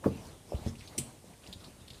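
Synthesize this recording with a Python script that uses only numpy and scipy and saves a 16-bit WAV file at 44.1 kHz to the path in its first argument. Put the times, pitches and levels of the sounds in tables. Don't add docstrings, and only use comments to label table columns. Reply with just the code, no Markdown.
import sys
import numpy as np
from scipy import signal
from scipy.io import wavfile
from scipy.ndimage import uniform_filter1d

SR = 44100
rng = np.random.default_rng(int(sys.argv[2]) if len(sys.argv) > 2 else 0)


def magnitude_from_level(level_db):
    exponent = np.asarray(level_db, float) / 20
    return 10 ** exponent


def wav_out(sig):
    wavfile.write(sys.argv[1], SR, np.round(np.clip(np.atleast_2d(sig).T, -1, 1) * 32767).astype(np.int16))


N = 88200


def evened(x):
    return x / np.sqrt(np.mean(x ** 2) + 1e-20)


def read(points, hz):
    f, value = np.transpose(points)
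    return np.interp(np.log(hz + 1), np.log(f + 1), value)


def add(mix, s, sound):
    part = mix[round(s * SR):][:len(sound)]
    part += sound[:len(part)]


def resonate(x, hz, width):
    return signal.lfilter(*signal.iirpeak(hz, hz / width, SR), x)


def noise(points, patchy_db=0.):
    hz = np.fft.rfftfreq(1024, 1 / SR)
    real, imaginary, patches = rng.standard_normal((N // 256 + 5, 513, 3)).T
    patches = uniform_filter1d(patches, size=14, axis=0)
    patches = evened(uniform_filter1d(patches, size=8, axis=1))
    level_db = read(points, hz)[:, None] + patchy_db * patches
    spectrum = (real + 1j * imaginary) * magnitude_from_level(level_db)
    return evened(signal.istft(spectrum, nperseg=1024, noverlap=768)[1][:N])


# f/Hz, level/dB; then its overall level/dB
HUSH_SPECTRUM = [(35, -0.5), (77, 3), (350, -12.5), (800, -21), (1400, -24), (9800, -27.5), (11500, -28.5),
                 (15300, -39.5)]
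HUSH_LEVEL_DB = -56.5
# f/Hz, width/Hz, level/dB
CAPSULE = (8850, 1850, 0.91)


def hush():
    steady = noise(HUSH_SPECTRUM, patchy_db=0.46)
    hz, width, db = CAPSULE
    return magnitude_from_level(HUSH_LEVEL_DB) * (steady + magnitude_from_level(db) * resonate(steady, hz, width))


# f/Hz, t60/s
HALL_DECAY = [(80, 0.72), (300, 0.31), (1000, .3), (4000, 0.33), (12000, 0.29)]


def hall(x):
    taps, at = np.zeros(SR // 2), np.arange(200, SR // 2 - 20, 20)
    taps[at + rng.integers(0, 20, len(at))] = rng.choice([-1., 1.], len(at))
    hz, t, bands = signal.stft(taps, SR, nperseg=512)
    decay = magnitude_from_level(-60 * t / read(HALL_DECAY, hz)[:, None])
    tail = signal.istft(bands * decay, SR, nperseg=512)[1]
    tail[:200] = 0
    return signal.fftconvolve(x, tail / np.linalg.norm(tail))[:N]


# centre t/s, half length/s, hiss level/dB, rumble level/dB
STROKES = [
    (0.06, 0.024, -83, -42.5),
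    (0.214, .16, -55.5, -52.5),
    (0.587, 0.11, -57.5, -50.5),
    (.68, 0.028, -54, -61),
    (0.818, 0.12, -60.5, -63.5),
    (1.036, 0.15, -58.5, -53.5),
    (1.298, 0.054, -65, -55.5),
    (1.487, 0.09, -58.5, -57.5),
    (1.651, 0.062, -62, -58),
    (1.906, 0.24, -63, -61),
]
# f/Hz, level/dB
PILE_SPECTRUM = [(1000, -1), (1700, -5.5), (2500, -3.5), (3400, -3.5), (7500, -9), (9500, -11.5),
                 (15000, -30)]
# f/Hz, level/dB
PAD_SPECTRUM = [(30, -28), (70, -6), (200, -2), (600, -7.5), (1000, -14), (1600, -34)]


def drags():
    t = np.arange(N) / SR
    swell = np.array([np.exp(-((t - s) / half) ** 2) for s, half, _, _ in STROKES])
    _, _, hiss_db, rumble_db = np.array(STROKES).T
    hiss = magnitude_from_level(hiss_db) @ swell * noise(PILE_SPECTRUM, patchy_db=3.5)
    rumble = magnitude_from_level(rumble_db) @ swell * noise(PAD_SPECTRUM, patchy_db=1.5)
    return hiss, rumble


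# t/s, level/dB, f/Hz, length/s
FIBRE_CATCHES = [(.039, -39.5, 1160, 0.018), (.043, -48.5, 520, 0.014), (0.052, -53, 1540, 0.018),
                 (.061, -46, 1000, 0.025), (.062, -59, 1600, 0.0088), (.53, -38, 497, 0.013),
                 (.265, -54, 6700, 0.0095), (.592, -51.5, 690, .012), (.626, -45.5, 730, 0.014),
                 (0.325, -60, 3380, 0.012), (0.166, -76, 4070, 0.008), (0.251, -53, 4660, 0.0083),
                 (0.547, -55, 2940, 0.014), (.753, -55, 2680, 0.011), (0.782, -58, 4400, 0.045),
                 (0.807, -58, 2420, 0.038), (.874, -51.5, 4170, 0.019), (1.33, -60.5, 2200, 0.014),
                 (1.435, -60, 2670, 0.023), (1.4638, -50, 3350, .007), (1.472, -48.5, 4980, 0.0084),
                 (1.5262, -41.5, 3740, 0.011), (1.601, -59, 4210, 0.025), (1.64, -51, 4170, 0.022),
                 (1.801, -56.5, 3700, 0.0073), (1.877, -50.5, 4060, 0.011), (1.9017, -44.5, 3810, .012),
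                 (1.93, -57, 4000, 0.036), (1.969, -57, 3950, 0.016)]


def catches():
    relative_width, air_db, rise_s = 0.38, -10, 0.0024
    out, t = np.zeros(N), np.arange(3000) / SR
    for s, db, hz, length in FIBRE_CATCHES:
        grain, drift = rng.standard_normal((2, 3000))
        grit = grain * magnitude_from_level(3.8 * evened(uniform_filter1d(drift, size=60)))
        width = relative_width * hz
        body = evened(resonate(resonate(grit, hz, width), hz, 2 * width))
        air = evened(resonate(grit, 1.8 * hz, 0.69 * hz))
        tone = body + magnitude_from_level(air_db) * min(hz / 3500, 1) ** 2 * air
        add(out, s, magnitude_from_level(db) * tone * np.minimum(t / rise_s, 1) * np.exp(-(t / length) ** 2))
    return out


# t/s, level/dB, fall/s
CRACKS = [
    (0.9788, -29, 0.0068),
    (0.984, -28.5, 0.0041),
    (0.9878, -33, 0.0055),
    (0.997, -42.5, 0.018),
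]
# f/Hz, level/dB
CRACK_SPECTRUM = [(1200, -44), (2300, -12.5), (5000, -15), (6900, -15), (8300, 0), (11000, -14.5),
                  (15000, -26), (15800, -53)]
# f/Hz, width/Hz, level/dB
CRACK_RING = (5890, 700, -4)


def snap():
    rise_s, ring_until_s, ring_fade_s = 0.00098, .988, 0.0036
    t, bright, shape = np.arange(2000) / SR, noise(CRACK_SPECTRUM), np.zeros(N)
    for s, db, fall in CRACKS:
        add(shape, s, magnitude_from_level(db) * np.minimum(t / rise_s, 1) * np.exp(-t / fall))
    hz, width, db = CRACK_RING
    ring = magnitude_from_level(db) * evened(resonate(resonate(bright, hz, width), hz, width))
    ring_gate = np.clip((ring_until_s - np.arange(N) / SR) / ring_fade_s, 0, 1)
    return shape * bright, shape * ring * ring_gate


# t/s, level/dB, f/Hz, board ring level/dB, length/cycles
PUSHES = [(.06, -8, 264, -13.5, 0.57), (0.069, -30, 137, -7, 1.2), (.0655, -13, 453, -5, 1.07),
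          (0.0713, -11.5, 394, -4, 0.55), (.0785, -21, 176, -8, 0.61), (.099, -46, 252, -2, 0.44),
          (.257, -37.5, 117, -18, 0.42), (0.5205, -19, 593, -6, 0.94), (0.5425, -24.5, 71, -15, 0.41),
          (.595, -45, 91, -13, 0.5), (.615, -39, 92, -12, 0.46), (.661, -31.5, 550, -1, 1.3),
          (0.6633, -19, 139, -5.5, 0.32), (.673, -18.5, 213, -3.5, 0.3), (.95, -47.5, 680, 15, 1.23),
          (0.975, -39, 194, -8, 1.2), (.984, -27.5, 280, -3.5, 0.86), (.992, -39.5, 145, -4.5, 3.7),
          (1.242, -36, 380, -22, 0.57), (1.486, -47, 185, -4, 1.7), (1.558, -45, 107, -1, 0.74),
          (1.603, -59, 150, -3, 0.34), (1.813, -48.5, 126, 7, 0.46), (1.907, -44.5, 104, -17, 0.81)]
# f/Hz, level/dB, t60/s
BOARD_MODES = [(61.5, 5.5, 0.11), (92, 10, 0.13), (145, 4.5, 0.12), (233.8, -1, 0.26), (280, -3.5, 0.22),
               (361, -8, 0.1), (447.1, 3, 0.098), (602, 3.5, 0.027), (863, -5, .08), (1182, 7.5, 0.18)]


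def thuds():
    rise_s, pad_hz = 0.0015, 1600
    push, strike, t = np.zeros(N), np.zeros(N), np.arange(SR // 2) / SR
    for s, db, hz, ring_db, cycles in PUSHES:
        phase = np.arange(8 * cycles * SR / hz) * hz / SR
        rise = 1 - np.exp(-(phase / hz / rise_s) ** 2)
        decay = np.exp(-(phase / cycles) ** 1.13)
        pulse = 2 * magnitude_from_level(db) * np.sin(2 * np.pi * phase) * rise * decay
        add(push, s, pulse)
        add(strike, s, pulse * magnitude_from_level(ring_db) * hz / 300)
    boards = sum(magnitude_from_level(db - 60 * t / t60) * np.sin(2 * np.pi * hz * t) for hz, db, t60 in BOARD_MODES)
    floor = push + 0.0041 * signal.fftconvolve(strike, boards)[:N]
    return signal.lfilter(*signal.butter(2, pad_hz, fs=SR), floor)


def scene():
    low, high = thuds(), catches()
    crack, ring = snap()
    hiss, rumble = drags()
    to_hall = magnitude_from_level(-10.5) * low + magnitude_from_level(-10.5) * crack + magnitude_from_level(-12) * high
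    mix = low + high + hall(to_hall) + hiss + rumble + hush()
    edge = signal.firwin(801, 15400, window=("kaiser", 9), fs=SR)
    return (signal.oaconvolve(mix, edge, "same") + crack + ring)[None]


def low_pass(x):
    return signal.sosfilt(signal.butter(12, 16380, fs=SR, output="sos"), x)


def record(dry):
    bass_cut = signal.butter(3, 42, "high", fs=SR, output="sos")
    return low_pass(signal.sosfilt(bass_cut, dry))


dry = scene()
out = record(dry)
wav_out(out)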